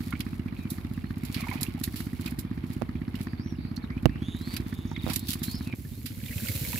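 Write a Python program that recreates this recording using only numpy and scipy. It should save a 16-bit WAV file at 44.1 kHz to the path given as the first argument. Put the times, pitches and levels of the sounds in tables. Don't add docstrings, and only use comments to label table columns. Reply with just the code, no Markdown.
import sys
import numpy as np
from scipy import signal
from scipy.fft import rfft, irfft, next_fast_len
from scipy.io import wavfile
from scipy.ndimage import uniform_filter1d, map_coordinates

SR = 44100
rng = np.random.default_rng(int(sys.argv[2]) if len(sys.argv) > 2 else 0)


def materialize(psi):
    bounded = np.clip(np.atleast_2d(psi).T, -1, 1)
    quanta = np.round(bounded * 32767).astype(np.int16)
    wavfile.write(sys.argv[1], SR, quanta)


N = 299439
TIME = np.arange(N) / SR
MOVE_S = 5.745
ROUGHNESS = 0.255

# frequency_hz, level_db
SLOSH_SPECTRUM = [(300, 3.5), (500, -4), (750, -9), (1000, -8), (1600, -10.5), (2200, 5), (2800, -4),
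                  (4500, -7), (8000, -46)]
# frequency_hz, level_db
SPRAY_SPECTRUM = [(710, -54), (1200, -65), (2220, -18), (3270, -11), (3850, 1), (6250, -5), (7590, -0.5),
                  (8730, -5.5), (10500, 4), (14700, 2), (15800, -11)]


def amp(db):
    return 10 ** (np.asarray(db) / 20)


def unit(x):
    return x / np.sqrt(np.mean(x ** 2) + 1e-20)


def gain(points, size):
    hz, db = np.transpose(points)
    return amp(np.interp(np.log(np.fft.rfftfreq(size, 1 / SR) + 1), np.log(hz), db))


def colour(x, points):
    size = next_fast_len(x.shape[-1] + 4096)
    return irfft(rfft(x, size) * gain(points, size), size)[..., :x.shape[-1]]


def impulse(points, size=8192):
    cepstrum = irfft(np.log(gain(points, size)))
    cepstrum[1:size // 2] *= 2
    cepstrum[size // 2 + 1:] = 0
    pulse = irfft(np.exp(rfft(cepstrum)))
    return pulse / np.abs(pulse).max()


def curves(rows):
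    times, *columns = np.transpose(rows)
    return [np.interp(TIME, times, column) for column in columns]


def during(rows):
    return np.clip(np.minimum(TIME - rows[0][0], rows[-1][0] - TIME) * 100, 0, 1)


def wobble(rate_hz):
    knots = rng.standard_normal(int(N * rate_hz / SR) + 4)
    return map_coordinates(knots, [TIME * rate_hz])


def pan(left_db):
    return amp([[left_db / 2], [-left_db / 2]])


def ports(x, right_lead_s):
    return np.array([np.interp(TIME + side * right_lead_s / 2, TIME, x) for side in (-1, 1)])


def noise_pair(correlation, size=N):
    noise = rng.standard_normal((3, size))
    return np.sqrt(correlation) * noise[0] + np.sqrt(1 - correlation) * noise[1:]


def add(track, start_s, sound):
    start = max(round(start_s * SR), 0)
    part = track[..., start:start + sound.shape[-1]]
    part += sound[..., :part.shape[-1]]


def move(in_field, in_hollow):
    share = np.clip((TIME - MOVE_S) * 200, 0, 1)
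    return (1 - share) * in_field + share * in_hollow


def background():
    # frequency_hz, level_db
    rumble_spectrum = [(20, -40), (36, -47), (43, -60), (50, -1), (75, 4), (95, -4), (125, 1), (240, -9.5),
                       (330, -9), (430, -26.5), (700, -87)]
    air_spectrum = [(240, -18), (400, -0.5), (535, -8), (784, -6), (1300, -8.5), (1790, -12.5), (3250, -25),
                    (4290, -23), (6780, -34), (8530, -33.5), (11100, -25.5), (13500, -26), (15500, -39)]
    # frequency_hz, gain_db
    bank_response = [(50, -2), (100, -4), (240, -7), (340, -7)]
    rumble = amp(-41.5) * unit(colour(noise_pair(0.84), rumble_spectrum)) * pan(-2.6)
    air_db = np.where(TIME < MOVE_S, -56.7, -66) + wobble(3.93)
    air = amp(air_db) * unit(colour(noise_pair(0.061), air_spectrum)) * pan(1)
    return move(rumble, colour(rumble, bank_response)) + air


def scattered(x, t60_s):
    t = np.arange(SR // 5) / SR
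    tail = rng.standard_normal((2, len(t))) * amp(-60 * t / t60_s)
    return signal.fftconvolve(x[None], tail / np.linalg.norm(tail[0]), axes=1)[:, :N]


def bird_note(length_s, start_hz, end_hz, depth, overtone_db, buzz_hz=172.5):
    t = np.arange(int(length_s * SR)) / SR
    progress = t / length_s
    arch = np.sin(np.pi * progress)
    hz = (start_hz + (end_hz - start_hz) * progress) * (1 + 0.0156 * arch)
    waver, drift = (unit(uniform_filter1d(rng.standard_normal(len(t)), size=90)) for _ in range(2))
    flutter = np.sin(2 * np.pi * buzz_hz * np.cumsum(1 + 0.096 * drift) / SR)
    phase = 2 * np.pi * np.cumsum(hz * (1 + depth * (flutter + ROUGHNESS * waver))) / SR
    swell = np.sqrt(np.abs(arch)) * (1 + 0.044 * flutter)
    return swell * (np.sin(phase) + amp(overtone_db) * (np.sin(2 * phase) + 1.6 * np.sin(3 * phase)))


def bird_rasp(pulse_hz=170, slide=0.08):
    # time_s, pitch_hz, level_db
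    contour = [(4.19, 2800, -66), (4.23, 3350, -52), (4.28, 3580, -48.5), (4.36, 3680, -49),
               (4.41, 3900, -53), (4.46, 4350, -48), (4.56, 4550, -46), (4.61, 3700, -66), (4.7, 3500, -60),
               (4.78, 3600, -54), (4.88, 3570, -58.5), (4.97, 3600, -60)]
    # frequency_ratio, level_db
    partials = [(1, 0), (.83, -10), (1.8, -19), (2, -21), (2.68, -19), (3.05, -24)]
    hz, db = curves(contour)
    cycle = np.cumsum(pulse_hz * (1 + .03 * wobble(40))) / SR % 1
    phase = 2 * np.pi * np.cumsum(hz * (1 + slide * (.5 - cycle) + .02 * wobble(500))) / SR
    voice = sum(amp(level_db) * np.sin(ratio * phase) for ratio, level_db in partials)
    pulses = unit(np.sin(np.pi * cycle) ** 2)
    call = amp(db + 1 + wobble(150)) * during(contour) * pulses * voice
    return call * pan(-3) + amp(-9) * scattered(call, t60_s=.04)


def bird_sweep(buzz_hz=152):
    # time_s, pitch_hz, level_db, buzz_depth_ratio
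    contour = [(5.38, 3450, -60, .05), (5.46, 3980, -47, .05), (5.485, 4150, -40, .05),
               (5.525, 4520, -40, .055), (5.555, 4850, -41, .1), (5.582, 4720, -44, .1),
               (5.605, 4200, -52, .09), (5.665, 3850, -56, .07)]
    hz, db, depth = curves(contour)
    flutter = np.sin(2 * np.pi * np.cumsum(buzz_hz * (1 + .05 * wobble(40))) / SR)
    phase = 2 * np.pi * np.cumsum(hz * (1 + depth * (flutter + ROUGHNESS * wobble(500)))) / SR
    call = amp(db - 2) * during(contour) * (1 + 0.16 * flutter) * np.sin(phase)
    return call * pan(-2) + amp(-7) * scattered(call, t60_s=.04)


def bird():
    # start_s, length_s, start_hz, end_hz, level_db, buzz_depth_ratio
    notes = [(0.565, 0.068, 4080, 3750, -63.5, 0.045), (0.566, 0.12, 2484, 2280, -60, 0.049),
             (1.04, 0.067, 4080, 4400, -66.5, 0.022), (3.25, 0.11, 4460, 4770, -65.5, 0.06),
             (3.367, 0.086, 4170, 5520, -61.5, 0.064), (3.433, 0.12, 5800, 5400, -65.5, 0.023),
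             (3.54, 0.046, 5400, 4570, -70, .045), (3.57, 0.15, 4070, 4380, -62, 0.085),
             (3.82, 0.038, 4200, 3600, -58, 0.059), (3.882, 0.084, 1920, 2370, -58, 0.059),
             (4.07, 0.13, 2330, 2630, -60.5, 0.096), (5.159, 0.21, 3890, 4220, -57.5, 0.1),
             (5.655, 0.095, 2610, 2270, -54, 0.047), (5.893, 0.13, 3060, 4730, -65, 0.026)]
    # start_s, spacing_s, start_hz, end_hz, level_db
    trills = [(4.873, .017, 7200, 4400, -60), (4.948, .037, 3950, 3200, -51)]
    song = np.zeros(N)
    for start_s, length_s, start_hz, end_hz, db, depth in notes:
        add(song, start_s, amp(db) * bird_note(length_s, start_hz, end_hz, depth, overtone_db=-33))
    for start_s, spacing_s, start_hz, end_hz, db in trills:
        for k in range(4):
            chirp = bird_note(.6 * spacing_s, start_hz, end_hz, depth=.015, overtone_db=-30)
            add(song, start_s + k * spacing_s, amp(db) * chirp)
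    return amp(4) * song + amp(5.5) * scattered(song, t60_s=.039) + bird_rasp() + bird_sweep()


def knocks():
    # start_s, level_db
    taps = [(2.8154, -17), (2.8205, -6), (4.0567, 12), (4.0632, -5), (5.066, -6.5), (5.0756, -9.5),
            (5.0879, -13), (5.097, -15), (5.699, -20.5), (5.7393, -21.5)]
    # frequency_hz, level_db, t60_s
    modes = [(55.4, -19, 0.24), (136, -9.5, 0.055), (246, -10.5, 0.053), (325, -6, 0.03), (504, -7, 0.021),
             (647, -6, 0.015), (793, -15.5, 0.013), (1100, -14, 0.011)]
    click_spectrum = [(500, 28.5), (1150, 4), (1700, -33), (2700, 16.5), (5500, -18), (15000, -4)]
    out, t = np.zeros(N), np.arange(SR // 5) / SR
    ring = sum(amp(db - 60 * t / t60_s) * np.sin(2 * np.pi * hz * t) for hz, db, t60_s in modes)
    hardest_db = max(db for _, db in taps)
    for start_s, db in taps:
        click = unit(colour(rng.standard_normal(len(t)), click_spectrum))
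        click_db = -4.5 - .3 * min(hardest_db - db, 10) - 60 * t / 0.011
        add(out, start_s, amp(db - 9.5) * (amp(click_db) * click - ring))
    highpass = signal.butter(2, 70, "high", fs=SR, output="sos")
    return signal.sosfilt(highpass, out) * amp([[-25], [0]])


def ticks(rate_hz, spread_db, size=N):
    strengths = amp(spread_db * np.minimum(rng.exponential(size=size), 3))
    pops = (rng.random(size) < rate_hz / SR) * strengths * rng.choice([-1, 1], size)
    decay = np.exp(-np.arange(SR // 200) / (0.00039 * SR))
    return unit(signal.fftconvolve(pops, decay)[:size] * noise_pair(0.0093, size))


def crackle(spectrum, rate_hz, spread_db, fizz):
    return unit(colour(ticks(rate_hz, spread_db) + fizz * noise_pair(0.3), spectrum))


def bubbles(rate_hz, centre_hz, scatter, spread_db, cycles):
    count = int(rate_hz * N / SR)
    onset, left_share, phase_shift = rng.random((count, 3)).T[..., None]
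    pitch, strength = np.clip(rng.standard_normal((count, 2)), -2, 2).T[..., None]
    hz = centre_hz * np.exp(scatter * pitch)
    t = np.arange(SR // 40) / SR
    age = t * hz / cycles
    envelope = amp(spread_db * strength) * np.exp(-age) * (1 - np.exp(-4 * age))
    phase = 2 * np.pi * hz * t * (1 + 0.0048 * age)
    left = left_share * envelope * np.sin(phase)
    right = (1 - left_share) * envelope * np.sin(phase + np.pi * phase_shift)
    samples = ((onset * N).astype(int) + np.arange(len(t))).ravel()
    return unit(np.array([np.bincount(samples, ring.ravel(), N)[:N] for ring in (left, right)]))


def wriggling_fish(start_s=6.105, rise_s=0.36, trickle_lead_s=0.16):
    # frequency_hz, level_db
    hiss_spectrum = [(350, -6.5), (520, 2.5), (750, -12), (1200, -13), (2200, -2.5), (3400, -6), (4100, -2),
                     (5900, -6.5), (7400, -3.5), (8600, -7), (11000, 0), (13300, 1.5), (15800, -2)]
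    effort = (TIME - start_s) / rise_s
    hiss_db = np.interp(effort, [0, 1], [-51.5, -35.5]) + 0.096 * wobble(2.5)
    trickle_db = np.interp(effort + trickle_lead_s / rise_s, [0, 1], [-66.5, -53.5])
    hiss = crackle(hiss_spectrum, rate_hz=900, spread_db=4, fizz=1.1)
    clumps = amp(4 * wobble(30))
    drops = unit(clumps * bubbles(rate_hz=150, centre_hz=2350, scatter=.25, spread_db=5.5, cycles=4))
    trickle = drops + crackle(SLOSH_SPECTRUM, rate_hz=120, spread_db=5, fizz=0.39)
    return amp(hiss_db) * hiss * pan(-4) + amp(trickle_db) * trickle * pan(-2.6)


def stroke(peak_s, length_s, press_share=0.57, range_db=23):
    offset = (TIME - peak_s) / length_s
    return amp(-range_db * np.maximum(-offset / press_share, offset / (1 - press_share)))


def hands():
    # peak_s, length_s, crackle_db, slosh_db
    strokes = [(0.064, 1, -47.5, -50.5), (0.83, 1, -53, -89), (1.408, 0.19, -43.5, -40.5),
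               (1.557, 1, -47.5, -40), (1.948, 1, -48.5, -68), (2.274, 0.4, -47, -43.5),
               (2.725, 1, -56, -54), (3.205, 0.28, -54.5, -44.5), (4.532, 0.37, -41.5, -43),
               (4.667, 0.83, -49.5, -51), (5.105, 0.34, -45, -39), (5.316, 0.26, -38.5, -63),
               (5.515, 1, -44.5, -50)]
    # frequency_hz, level_db
    mud_spectrum = [(1470, -34), (2500, -3), (3220, 4), (4360, 6.5), (6210, -1.5), (7650, -1), (8660, -3.5),
                    (10300, 2.5), (12800, 2.5), (15100, -3), (15800, 5.5)]
    seep_db, lap_db = -70, -54.5
    forces = np.array([stroke(peak_s, length_s) for peak_s, length_s, _, _ in strokes])
    _, _, crackle_db, slosh_db = np.transpose(strokes)
    squeeze = np.hypot(amp(seep_db), np.linalg.norm(amp(crackle_db)[:, None] * forces, axis=0))
    stir = np.hypot(amp(lap_db), np.linalg.norm(amp(slosh_db)[:, None] * forces, axis=0))
    flicker = amp(-1 + 3 * wobble(18) + 3 * wobble(110))
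    squelch = squeeze * flicker * crackle(mud_spectrum, rate_hz=200, spread_db=4.5, fizz=.85)
    pops = amp(-65.5) * bubbles(rate_hz=49, centre_hz=2460, scatter=0.203, spread_db=-1.5, cycles=8.2)
    wash = amp(-7 + 2 * wobble(70)) * crackle(SLOSH_SPECTRUM, rate_hz=320, spread_db=4, fizz=0.7)
    churn = np.minimum(stir / amp(-37), 1)
    small = bubbles(rate_hz=600, centre_hz=2250, scatter=.16, spread_db=3, cycles=6)
    large = bubbles(rate_hz=400, centre_hz=1050, scatter=.2, spread_db=3, cycles=4)
    gurgle = churn * (amp(-5.5) * small + amp(-6.5) * large)
    return (squelch + pops) * pan(-2.9) + stir * (wash + gurgle) * pan(-9)


def plops(t60_s=0.05):
    # start_s, pitch_hz, level_db
    pops = [(0.125, 1360, -22), (.126, 1150, -32), (0.126, 2140, -26), (0.153, 2220, -28.5),
            (.272, 2430, -44), (0.395, 2750, -41), (.483, 2250, -34), (0.869, 2710, -46),
            (0.332, 2540, -44), (.566, 2450, -38), (0.945, 2710, -43), (1.02, 2650, -46.5),
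            (1.2326, 2140, -39), (2.637, 2500, -43.5), (2.745, 3050, -53), (2.955, 2310, -40),
            (3.018, 2190, -42), (3.153, 2820, -33), (1.373, 2260, -29), (1.391, 2340, -31),
            (1.42, 2320, -29), (1.438, 1070, -30.5), (1.441, 2110, -30), (1.469, 910, -26.5),
            (1.485, 2230, -25), (1.513, 980, -26.5), (1.513, 2120, -25.5), (1.525, 790, -31.5),
            (1.664, 2660, -29.5), (1.777, 780, -36), (2.276, 2430, -30), (3.765, 4200, -28.5),
            (3.977, 2440, -34), (4.915, 880, -27), (4.963, 2104, -25), (4.9645, 3320, -34.5),
            (5.101, 1310, -31), (5.112, 910, -32), (5.726, 2310, -29), (5.851, 1720, -42),
            (6.259, 3510, -34), (6.283, 2290, -33), (6.31, 1940, -35), (6.328, 2130, -34),
            (6.379, 2460, -28.5), (6.443, 2400, -35), (6.485, 2120, -23.5), (6.65, 2190, -29.5),
            (6.73, 928, -29.5), (6.776, 2600, -27)]
    out, t = np.zeros((2, N)), np.arange(SR // 10) / SR
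    attack = 1 - np.exp(-t / 0.00015)
    for start_s, hz, db in pops:
        tone = np.sin(2 * np.pi * hz * (t + 0.116 * t * t / t60_s))
        band = [(hz / 2, -25), (hz, 0), (hz * 2, -20), (hz * 4, -40)]
        edge = unit(colour(noise_pair(0.66, len(t)), band))
        add(out, start_s, amp(db - 60 * t / t60_s) * attack * (0.36 * tone + 0.18 * edge))
    return out * pan(-12)


def snaps(film_t60_s=0.038, slap_t60_s=0.009):
    # start_s, level_db
    films = [(0.106, -34.5), (1.1807, -40), (1.2346, -35), (1.3284, -36), (1.4825, -35), (1.501, -31),
             (1.798, -33), (2.0562, -37), (2.1308, -38.5), (2.2099, -32), (2.248, -42), (2.2787, -33),
             (2.308, -31.5), (2.7323, -34), (3.2121, -40), (3.7614, -37), (4.0257, -42), (4.365, -40),
             (4.6349, -46), (4.6962, -39), (4.7396, -38), (4.786, -42), (5.193, -24), (5.259, -41),
             (5.3925, -33.5)]
    # start_s, level_db
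    slaps = [(.2048, -25), (1.2512, -29), (1.3447, -27), (1.6113, -22), (1.6314, -14), (1.634, -20),
             (1.8422, -20), (2.2599, -28), (2.4108, -33), (4.566, -26), (5.0997, -28), (5.1352, -25),
             (5.4375, -20), (6.0625, -26)]
    out, t = np.zeros((2, N)), np.arange(SR // 20) / SR
    attack = 1 - np.exp(-t / 0.00028)
    for start_s, db in films:
        spit = unit(colour(noise_pair(.1, len(t)), SPRAY_SPECTRUM))
        add(out, start_s, amp(db - 9 - 60 * t / film_t60_s) * attack * spit)
    for start_s, db in slaps:
        click = unit(colour(noise_pair(0.12, len(t)), SPRAY_SPECTRUM))
        add(out, start_s, amp(db - 5 - 60 * t / slap_t60_s) * click)
    return out * pan(-5)


def splats():
    # start_s, level_db, relative_body_db, decay_s, rise_s
    lumps = [(0.2051, -29.5, 8.5, 0.017, 0.0021), (0.7023, -24.5, -27, 0.13, 0.0015),
             (1.248, -36, -3.5, 0.15, 0.0054), (1.3436, -32.5, 8.5, 0.11, 0.002),
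             (1.613, -24, -20, 0.084, 0.0016), (1.632, -25, -25, 0.06, 0.0023),
             (1.8353, -20, -8, 0.04, 0.0044), (1.958, -31.5, -3, 0.51, 0.0024),
             (2.0022, -32.5, -2.5, .04, 0.0032), (2.261, -32, 4, 0.075, 0.002),
             (2.389, -25.5, -10, 0.038, 0.0034), (3.1528, -40, 1.5, 0.047, 0.0037),
             (3.226, -38, -19, 0.053, 0.0054), (4.565, -25, 1.5, 0.017, 0.0038),
             (5.098, -29, 3, 0.24, .002), (5.1333, -18.5, -10, 0.033, 0.003),
             (5.1599, -13, -11, 0.026, 0.0017), (5.284, -23, -5.5, 0.046, 0.0036),
             (5.3125, -27, -4, 0.13, 0.0047), (5.3312, -22, -6, 0.013, 0.0046),
             (5.4307, -21, -9, 0.051, 0.0065), (5.5124, -26.5, -26, .022, 0.002),
             (6.057, -27, -1.5, 0.08, 0.0052), (6.4848, -23.5, -2.5, 0.027, 0.0018)]
    body_spectrum = [(500, -46), (1300, -6), (2300, 2), (3500, 2.5), (5000, 2), (8000, -29)]
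    out, clock = np.zeros((2, N)), np.arange(-SR // 40, SR // 6) / SR
    t = np.maximum(clock, 0)
    soft_onset = amp(-23) * np.exp(-np.abs(clock) / .008)
    for start_s, db, body_db, decay_s, rise_s in lumps:
        rise = 1 - np.exp(-(t / rise_s) ** 2)
        impact = rise * (amp(-60 * t / (0.46 * decay_s)) + amp(-12 - 60 * t / (2.6 * decay_s)))
        envelope = amp(db - 10) * (impact / impact.max() + soft_onset)
        patter = ticks(rate_hz=2600, spread_db=3, size=len(t)) + noise_pair(.1, len(t))
        spray = unit(colour(patter, SPRAY_SPECTRUM))
        body = unit(colour(noise_pair(0.12, len(t)), body_spectrum))
        add(out, start_s - .001 + clock[0], envelope * (spray + amp(body_db) * body))
    return out * pan(-7)


def firings(first_s, lead_s, scatter_db):
    # time_s, firing_rate_hz
    speed = [(0, 15.373), (1.9, 15.629), (2.8, 15.899), (3.5, 15.749), (4.4, 15.8), (5.0, 15.97),
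             (5.75, 15.673), (6.8, 15.78)]
    cycles = np.cumsum(curves(speed)[0]) / SR
    cycles -= np.interp(first_s, TIME, cycles)
    times = np.interp(np.arange(int(cycles[-1]) + 1), cycles, TIME) - lead_s
    strengths = amp(scatter_db * rng.standard_normal(len(times)))
    return np.bincount(np.maximum(times * SR, 0).astype(int), strengths, N)[:N]


def decay_after(blows, rise_s, t60_s):
    t = np.arange(SR // 4) / SR
    response = (1 - np.exp(-t / rise_s)) * amp(-60 * t / t60_s)
    return unit(signal.fftconvolve(blows, response)[:N])


def exhaust(puff_hz=207.7, width_s=.002, boom_hz=91.7, pipe_hz=246.9):
    t = np.arange(SR // 6) / SR
    puff, echo, late_echo = (
        np.exp(-.5 * ((t - at_s) / width_s) ** 2) * np.sin(2 * np.pi * puff_hz * (t - at_s) - .35)
        for at_s in (0.00535, 0.01356, 0.02554))
    boom = np.sin(2 * np.pi * boom_hz * t) * (1 - np.exp(-(t / 0.0078) ** 2)) * amp(-5 - 60 * t / 0.11)
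    note = np.sin(2 * np.pi * pipe_hz * t) * (1 - np.exp(-t / 0.0016)) * amp(-22.5 - 60 * t / 0.22)
    return puff - boom - note + amp(-13.5) * (echo + 0.85 * late_echo)


def engine_in_hollow(boom_hz=96):
    # frequency_hz, level_db
    thud_spectrum = [(25, -35), (55, -22), (100, 2), (160, -9), (240, -5), (320, -22.5), (450, -23.5),
                     (700, -53)]
    # time_s, level_db
    levels = [(5.8, -2.5), (6.28, -1), (6.45, 2), (6.79, 3.5)]
    roll_spectrum = [(35, -22), (65, -0.5), (125, 1), (175, -8), (240, -1), (310, -15),
                     (450, -25), (700, -51)]
    blows = firings(first_s=5.7885, lead_s=0.003, scatter_db=.3)
    t = np.arange(SR // 8) / SR
    boom = np.sin(2 * np.pi * boom_hz * t) * (1 - np.exp(-(t / .012) ** 2)) * amp(2 - 60 * t / .12)
    thuds = amp(-32.5) * signal.fftconvolve(blows, impulse(thud_spectrum)[:len(t)] - boom)[:N]
    swell = decay_after(blows, rise_s=0.005, t60_s=0.13)
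    roll = amp(-46.5) * swell * unit(colour(noise_pair(0.82), roll_spectrum))
    return amp(curves(levels)[0]) * (thuds + roll) * pan(-1.6)


def engine_in_field(first_s=.0076):
    # frequency_hz, level_db
    roll_spectrum = [(40, 5.5), (70, 20.5), (120, 6.5), (240, 13), (330, 12), (430, -32), (600, -66)]
    clatter_spectrum = [(300, -36), (500, -4.5), (850, -7), (1150, 3), (1500, -1.5), (1900, 4.5),
                        (2300, -6), (2800, -17), (4500, -11), (9000, -42)]
    blows = firings(first_s, lead_s=.005, scatter_db=.6)
    thuds = amp(-22) * ports(signal.fftconvolve(blows, exhaust())[:N], right_lead_s=0.00028)
    swell = decay_after(blows, rise_s=.003, t60_s=.13)
    roll = amp(-44.5) * swell * unit(colour(noise_pair(0.69), roll_spectrum))
    clacks = decay_after(firings(first_s, lead_s=.0028, scatter_db=2.8), rise_s=.0008, t60_s=.028)
    valve_hits = sum(firings(first_s, lead_s=-late_s, scatter_db=4) for late_s in (.008, .014, .02))
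    rattle = amp(-10) * decay_after(valve_hits, rise_s=.0004, t60_s=.016)
    clatter = amp(-57.3) * (clacks + rattle) * unit(colour(noise_pair(0.13), clatter_spectrum))
    return (thuds + roll) * pan(-1.7) + clatter * pan(-5)


def scene():
    places = move(engine_in_field() + hands(), engine_in_hollow() + wriggling_fish())
    return places + background() + splats() + snaps() + plops() + knocks() + bird()


def record(dry):
    ceiling, top_hz = .82, 15720
    rounded = dry / (1 + (dry / ceiling) ** 6) ** (1 / 6)
    passband = [(20, -12), (36, -7), (46, 0),
                (top_hz - 200, 0), (top_hz + 300, -30), (top_hz + 1000, -100)]
    return colour(rounded, passband)


dry = scene()
out = record(dry)
materialize(out)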